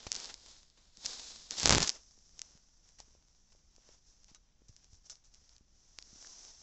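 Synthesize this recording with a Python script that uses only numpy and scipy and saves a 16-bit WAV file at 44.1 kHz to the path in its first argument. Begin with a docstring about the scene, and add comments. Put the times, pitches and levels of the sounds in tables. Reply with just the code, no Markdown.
"""A light step snaps through crunchy ground, probably crusted snow, with the swish of a jacket.
A second light step follows, then a full, heavy one that breaks the crust and packs the snow beneath.
The walker then stands nearly still: fabric slides, fingers bump a camera held close to the body,
a bit of metal tinkles and small crackles go on underfoot. A house wall throws back a short tail
from the feet, and a faint outdoor rumble lies under it all."""
import sys
import numpy as np
from scipy import signal
from scipy.fft import rfft, irfft, next_fast_len
from scipy.io import wavfile
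from scipy.ndimage import map_coordinates

SR = 44100
rng = np.random.default_rng(int(sys.argv[2]) if len(sys.argv) > 2 else 0)


def wav_out(sig):
    """Save sig, one row per channel (or a flat mono array), as 16-bit PCM at SR to the path in sys.argv[1]."""
    wavfile.write(sys.argv[1], SR, np.round(np.clip(np.atleast_2d(sig).T, -1, 1) * 32767).astype(np.int16))


N = 292323
TIME = np.arange(N) / SR
LAND_S, BEAR_S, LIFT_S = 1.64, 1.742, 1.84  # the heavy step lands, bears the most weight, lifts

# the clearest breaks of the crust: (time [s], level [dB], ping pitch [Hz])
CRUST_BREAKS = [(0.0709, -31, 4500), (0.1182, -12.0, 5130), (0.1278, -23, 4900), (0.146, -25, 5400),
                (0.1528, -21.5, 4600), (0.1636, -23, 4800), (0.201, -28.5, 4900), (0.2449, -28.6, 3900),
                (0.2567, -28.5, 4600), (0.3422, -27.5, 4500), (0.7008, -48.5, 4000), (0.972, -36.5, 4840),
                (1.0542, -25.0, 5300), (1.0589, -21.5, 5070), (1.0625, -17, 4760), (1.5089, -17.5, 5060),
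                (1.599, -15, 5470), (1.6321, -12, 4560), (1.6578, -2.3, 4400), (1.6754, -7, 5620),
                (1.6826, -14, 5270), (1.6948, -3.5, 4700), (1.7073, -3.5, 5000), (1.7251, -7.7, 2510),
                (1.7341, -13.5, 3200), (1.749, -7.5, 4480), (1.7826, -6.5, 5100), (1.8045, -14, 4000),
                (1.8203, -15.5, 4500), (1.8277, -14.5, 4300), (1.8305, -13, 4300), (1.8755, -15.1, 5100),
                (1.8796, -16, 5270), (1.8937, -11, 4800), (1.9007, -18, 5200), (1.918, -31.5, 5220),
                (2.3933, -27, 5300), (2.4175, -21, 5600), (2.8904, -43.8, 5740), (3.0027, -31.0, 4690),
                (3.7634, -43.5, 5090), (4.2444, -42, 5500), (4.3482, -36.9, 5690), (4.7649, -39, 5100),
                (4.8444, -43.5, 5700), (5.0979, -32.5, 5840), (5.1555, -43.5, 4560), (5.341, -43.5, 5000),
                (5.3457, -41.5, 5100), (5.4932, -46, 4315), (5.5652, -45, 4440), (5.582, -47, 5340),
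                (5.9874, -28.5, 4200), (6.0254, -35, 4500)]
# dead knocks of boots and of fingers on the camera: (time [s], peak [dB], pitch [Hz], decay [cycles])
KNOCKS = [(0.0681, -29.5, 420, 0.064), (.067, -45, 85, 0.54), (.978, -57, 202, .7), (1.709, -17, 1500, .7),
          (1.7483, -21, 920, 0.83), (1.7672, -21.5, 309, .5), (2.178, -57, 352, 0.35),
          (2.552, -53.5, 166.7, .5), (3.002, -44, 805, 1.16), (3.081, -60.5, 280, 0.45),
          (3.151, -55.5, 590, 0.6), (3.55, -59, 541, 0.76), (3.782, -54.5, 510, 0.48),
          (3.891, -49, 510, .5), (4.315, -54, 199.6, 0.46), (4.619, -55.5, 316, .4),
          (4.694, -47.5, 100, 0.62), (4.93, -50.5, 79.9, 0.72), (5.609, -56.5, 198.3, 0.4),
          (5.9873, -35, 2570, 0.74), (6.075, -61.5, 259, .6), (6.13, -52.5, 200, 0.68),
          (6.159, -56, 280, .6), (6.247, -44, 1700, 1.6)]
# touches of a small metal piece, perhaps a zip pull: (time [s], level [dB])
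METAL_TOUCHES = [(4.35, -70), (4.358, -65.5), (5.1, -59), (5.115, -69)]
# its ringing modes: (frequency [Hz], relative level [dB], time to fall 60 dB [s])
METAL_MODES = [(655, -13, 0.065), (1250, -6, .07), (1464, -2, 0.044), (1790, -19, .05), (2870, -9, 0.06),
               (3880, -3, 0.073), (5860, 0, 0.043), (6220, 6.5, 0.049)]
# slips of the sole: (time [s], level [dB], length [s], hiss relative to grit [dB])
SOLE_SLIPS = [(0.067, -43, 0.008, -13.5), (0.29, -47.5, 0.026, -31), (0.773, -63.5, 0.017, -15),
              (1.72, -31, 0.02, -14.5), (1.826, -36.5, 0.02, -1.5), (2.986, -60, 0.029, 3),
              (3.52, -67.5, 0.012, 4), (4.282, -67.5, 0.044, 1), (4.346, -67, 0.018, 4),
              (4.684, -71.5, 0.019, 11), (5.099, -62, 0.0092, 22), (5.111, -69, 0.017, 17),
              (5.239, -74.5, 0.043, 10)]
# jacket strokes: (time at full speed [s], swish level [dB], 10 dB rise [s], hold [s], 10 dB fall [s],
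# rub offset [dB])
JACKET_STROKES = [(0.0, -58, .05, 0.078, .05, -3.5), (0.152, -49, 0.054, 0.1, 0.078, -6),
                  (0.484, -57.5, .13, 0.032, 0.12, -9), (0.788, -70, .04, 0.1, .05, -6.5),
                  (1.072, -45, 0.054, .035, .17, -9.5), (1.245, -51, .07, 0.044, 0.25, -12),
                  (1.516, -46, 0.0097, .01, 0.042, -7), (1.583, -39, 0.023, .065, .07, -12.5),
                  (1.83, -40, 0.037, 0.053, 0.033, -7), (1.949, -54.5, 0.019, 0.0083, 0.029, -2.5),
                  (2.378, -66, 0.042, 0.17, 0.065, -7), (2.847, -68.5, 0.031, 0.04, .08, -7.5),
                  (3.0, -71.5, 0.033, 0.15, .04, -7.5), (3.874, -66, 0.084, 0.076, 0.029, -5.5),
                  (4.074, -66.5, 0.018, .02, 0.062, -17), (4.82, -71.5, 0.085, .03, .025, -7.5),
                  (4.93, -64.5, 0.034, .02, .04, -15.5), (5.061, -61, 0.021, .01, 0.018, -12),
                  (5.109, -59, 0.014, 0.016, 0.044, -10), (5.339, -69.5, .035, 0.22, 0.023, -9.5),
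                  (6.22, -55.5, .2, 0.26, 0.13, -11), (6.62, -58.5, 0.059, .01, .1, -13)]
# the jacket's faint rustle as the body sways: (time [s], level [dB])
BODY_SWAY = [(0, -80.5), (1.8, -79), (2.0, -65), (2.3, -67.5), (2.7, -73), (3.0, -73.5), (3.45, -76),
             (3.55, -73), (3.74, -73.5), (4.02, -74), (4.18, -70.5), (4.34, -70.5), (4.41, -80.5),
             (4.6, -80), (4.72, -74), (5.0, -79.5), (5.68, -81), (5.77, -70.5), (6.63, -74)]

# tone colours, each (frequency [Hz], relative level [dB])
AIR_EQ = [(12, 3.5), (25, 5.5), (60, -1), (100, -11.5), (200, -15.5), (400, -27.5), (1000, -37.5),
          (4000, -40.5), (8000, -42)]  # outdoor rumble
STRIDE_EQ = [(1000, -41), (2300, -16.5), (3000, -12.5), (3700, -3), (4500, -1.5), (5200, 0), (6100, -2.5),
             (7000, -3.5), (7600, -7), (9000, -16.5)]  # broad swish of fabric in a stride
STANDING_EQ = [(1000, -51), (2500, -32), (3800, -11.5), (4500, -6.5), (5200, 1), (5850, 4.5), (6800, -3),
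               (7500, -6.5), (9000, -25.5)]  # narrow, bright hiss of fabric at a stand; also the edge of a scrape
RUB_EQ = [(60, -24), (200, -0.5), (500, -0.5), (800, -0.5), (1200, -3), (1700, -3.5), (2500, -6),
          (3500, -3), (6000, -15.5), (9000, -29.5)]  # midrange body of rubbing folds
PACKING_EQ = [(18, -23), (35, -4.5), (75, 0), (140, -1), (300, -9), (600, -18), (1500, -45), (4000, -83.5)]  # low thud of snow packing
CRUNCH_EQ = [(60, -25.5), (200, -7), (500, -3), (880, 2), (1300, -3.5), (2200, -2), (3300, -1), (4700, 0.5),
             (7300, -3.5), (9000, -18)]  # crystals giving way


def amp(db):
    """Decibels to gain."""
    return 10 ** (np.asarray(db) / 20)


def unit(x):
    """Scale to rms 1."""
    return x / np.sqrt(np.mean(x ** 2) + 1e-20)


def filtered(x, response):
    """Filter x by a gain given as a function of frequency."""
    size = next_fast_len(N + 8192)
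    return irfft(rfft(x, size) * response(np.fft.rfftfreq(size, 1 / SR)), size)[:N]


def coloured(x, eq):
    """Shape x with an EQ curve on a log frequency axis, at rms 1."""
    points_hz, db = np.transpose(eq)
    return unit(filtered(x, lambda hz: amp(np.interp(np.log(hz + 1), np.log(points_hz), db))))


def wobble(rate):
    """A smooth random curve, rate knots a second."""
    return map_coordinates(rng.standard_normal(int(N * rate / SR) + 4), [TIME * rate])


def grains(rate, spread_db):
    """Random one-sided clicks, about rate a second, many small and a few large, at rms 1."""
    size = amp(spread_db * np.minimum(rng.exponential(size=N), 4))
    return unit(size * (rng.random(N) < rate / SR))


def add(track, s, sound):
    """Mix a sound into the track at time s."""
    start = max(round(s * SR), 0)
    track[start:start + len(sound)] += sound[:max(N - start, 0)]


def outside(start, end):
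    """Seconds still to go before start, and seconds gone since end, for each sample."""
    return np.maximum(start - TIME, 0), np.maximum(TIME - end, 0)


def outdoor_air(level_db=-67):
    """A bed of faint rumble whose level drifts."""
    return amp(level_db + wobble(5)) * coloured(rng.standard_normal(N), AIR_EQ)


def wall_reflections(x, level_db=-29, t60=.09, predelay_s=.003):
    """The house wall and the ground scatter back a short, weak tail."""
    t = np.arange(SR // 5) / SR
    tail = rng.standard_normal(len(t)) * amp(-60 * t / t60) * (t > predelay_s)
    return amp(level_db) * signal.fftconvolve(x, tail / np.linalg.norm(tail))[:N]


def metal_tinkles():
    """Each touch rings the metal's modes at new strengths."""
    out, t = np.zeros(N), np.arange(SR // 5) / SR
    for s, db in METAL_TOUCHES:
        strengths = amp(db + 2 * rng.standard_normal(len(METAL_MODES)))
        for strength, (hz, mode_db, t60) in zip(strengths, METAL_MODES):
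            add(out, s, strength * amp(mode_db - 60 * t / t60) * np.sin(2 * np.pi * hz * t))
    return out


def knocks():
    """A heavily damped bump of boot or finger swings about once; the deadest give a single push."""
    out, t = np.zeros(N), np.arange(SR // 10) / SR
    for s, db, hz, cycles in KNOCKS:
        swing = np.sin(2 * np.pi * hz * t) * np.exp(-t * hz / cycles)
        add(out, s, amp(db) * swing / swing.max())
    return out


def body_movement(sway_rub_db=-81, rub_follows=.25):
    """Envelopes of the fabric's swish and rub: each stroke rises, holds and falls on top of the sway."""
    sway_db = np.interp(TIME, *np.transpose(BODY_SWAY))
    swish_power = amp(sway_db + 1.2 * wobble(14)) ** 2
    rub_power = amp(sway_rub_db + rub_follows * (sway_db - sway_db.mean())) ** 2
    for s, db, rise, hold, fall, rub_db in JACKET_STROKES:
        before, after = outside(s, s + hold)
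        stroke_power = amp(db - 10 * (before / rise + after / fall)) ** 2
        swish_power += stroke_power
        rub_power += stroke_power * amp(rub_db) ** 2
    return np.sqrt(swish_power), np.sqrt(rub_power)


def jacket(swish, rub, rub_trim_db=-1, settle_s=1.86, crossfade_s=.089):
    """Sliding fabric hisses, broad in a stride and narrow once standing; single fibres catch and tick."""
    catches = grains(rate=98, spread_db=4)
    threads = rng.standard_normal(N) + amp(-12) * catches
    folds = rng.standard_normal(N) + amp(-6) * catches + amp(-8) * grains(rate=240, spread_db=1)
    standing = np.clip((TIME - settle_s) / crossfade_s + .5, 0, 1)
    hiss = (1 - standing) * coloured(threads, STRIDE_EQ) + standing * coloured(threads, STANDING_EQ)
    flutter = amp(.8 * wobble(90))
    return flutter * (swish * hiss + amp(rub_trim_db) * rub * coloured(folds, RUB_EQ))


def underfoot_crackles(motion, trim_db=-9):
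    """As the body moves, its weight shifts and single crystals give way in small flurries."""
    flurries = unit(amp(4 * np.tanh(wobble(9))))
    crystals = coloured(grains(rate=110, spread_db=2.2), CRUNCH_EQ)
    return amp(trim_db) * motion * flurries * crystals


def sole_scrapes(attack_s=.00019):
    """The sole slips briefly over the crust: grit with a hissing edge."""
    out, t = np.zeros(N), np.arange(SR // 6) / SR
    grit = coloured(grains(rate=4500, spread_db=2), CRUNCH_EQ)
    hiss = coloured(grains(rate=5800, spread_db=5), STANDING_EQ)
    for s, db, length, hiss_db in SOLE_SLIPS:
        envelope = amp(db) * (1 - np.exp(-t / attack_s)) * np.exp(-(t / length) ** 2)
        span = round(s * SR) + np.arange(len(t))
        add(out, s, envelope * (grit[span] + amp(hiss_db) * hiss[span]))
    return out


def foot_load_db(press_db_per_s=150, roll_db_per_s=80, release_db_per_s=375):
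    """Load on the snow in the heavy step, 0 dB at most: the foot presses, rolls over and lets go."""
    before, after = outside(LAND_S, LIFT_S)
    roll_db = roll_db_per_s * np.abs(TIME - BEAR_S)
    return np.maximum(-press_db_per_s * before - roll_db - release_db_per_s * after, -120)


def heavy_step(packing_db=-34, crunch_db=-29.5, packing_grows=1.1, edge_s=.008, off_ground_db=-11):
    """Under full weight the snow packs in low jolts while its crystals crunch."""
    load_db = foot_load_db()
    off_ground = 1 - np.exp(-sum(outside(LAND_S, LIFT_S)) / edge_s)
    packing_gain = amp(packing_db + packing_grows * load_db + off_ground_db * off_ground)
    jolts = coloured(grains(rate=700, spread_db=1.5), PACKING_EQ)
    crystals = coloured(grains(rate=1800, spread_db=5.5), CRUNCH_EQ)
    roughness = unit(amp(2 * wobble(220)))
    return packing_gain * jolts + amp(crunch_db + load_db) * crystals * roughness


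def lesser_breaks(mean_delay_s=.02, weaker_db=17, spread_db=4, count=2):
    """Under a walking foot each break sets off weaker ones just after it; rows as in CRUST_BREAKS."""
    return [(s + mean_delay_s * rng.exponential(), db - weaker_db - spread_db * rng.exponential(), hz)
            for s, db, hz in CRUST_BREAKS if s < LIFT_S for _ in range(count)]


def crust_snaps(breaks, width_hz=1400, crack_hz=1900, muffle_hz=6900,
                crack_decay_s=.00009, push_decay_s=.00017, splinter_decay_s=.0017):
    """Each break is a dry crack, a ping of a few cycles, a one-sided push and a spray of splinters."""
    out, t = np.zeros(N), np.arange(SR // 50) / SR
    # heavily loaded crust breaks dull and dead, lightly loaded crust rings a little longer
    dullness_db = np.maximum(foot_load_db() - 3, -25.5)
    for s, db, ping_hz in breaks:
        dull_db = dullness_db[int(np.clip(s * SR, 0, N - 1))]
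        damping_hz = width_hz * np.exp(rng.normal(0, .16)) * amp(.15 * (dull_db + 25))
        age = 2 * np.pi * damping_hz * t
        flex = age * np.exp(1 - age) * np.sin(2 * np.pi * ping_hz * t)
        # a small source radiates its acceleration
        ping = -np.diff(flex, prepend=0) * SR / (2 * np.pi * ping_hz)
        crack = 2 * np.diff(np.exp(-t / crack_decay_s) * np.cos(2 * np.pi * crack_hz * t), prepend=0)
        push = np.exp(-t / push_decay_s)
        splinters = np.diff(rng.standard_normal(len(t) + 1)) * np.exp(-t / splinter_decay_s)
        snap = amp(2) * ping + crack + amp(dull_db + 4) * push + amp(-27) * splinters
        add(out, s, amp(db) * snap)
    return filtered(out, lambda hz: 1 / np.sqrt(1 + (hz / muffle_hz) ** 8))  # the sole muffles the top


def scene():
    """Feet, clothes and hands over the quiet of the yard, in mono."""
    swish, rub = body_movement()
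    snaps = crust_snaps(CRUST_BREAKS + lesser_breaks())
    feet = snaps + heavy_step() + sole_scrapes() + underfoot_crackles(rub)
    mix = feet + wall_reflections(feet) + jacket(swish, rub) + knocks() + metal_tinkles() + outdoor_air()
    return mix[None]


def record(dry, cutoff_hz=7800):
    """The camera's band limit: a steep high cut on the whole mix."""
    return filtered(dry[0], lambda hz: 1 / np.sqrt(1 + (hz / cutoff_hz) ** 70))[None]


dry = scene()
out = record(dry)
wav_out(out)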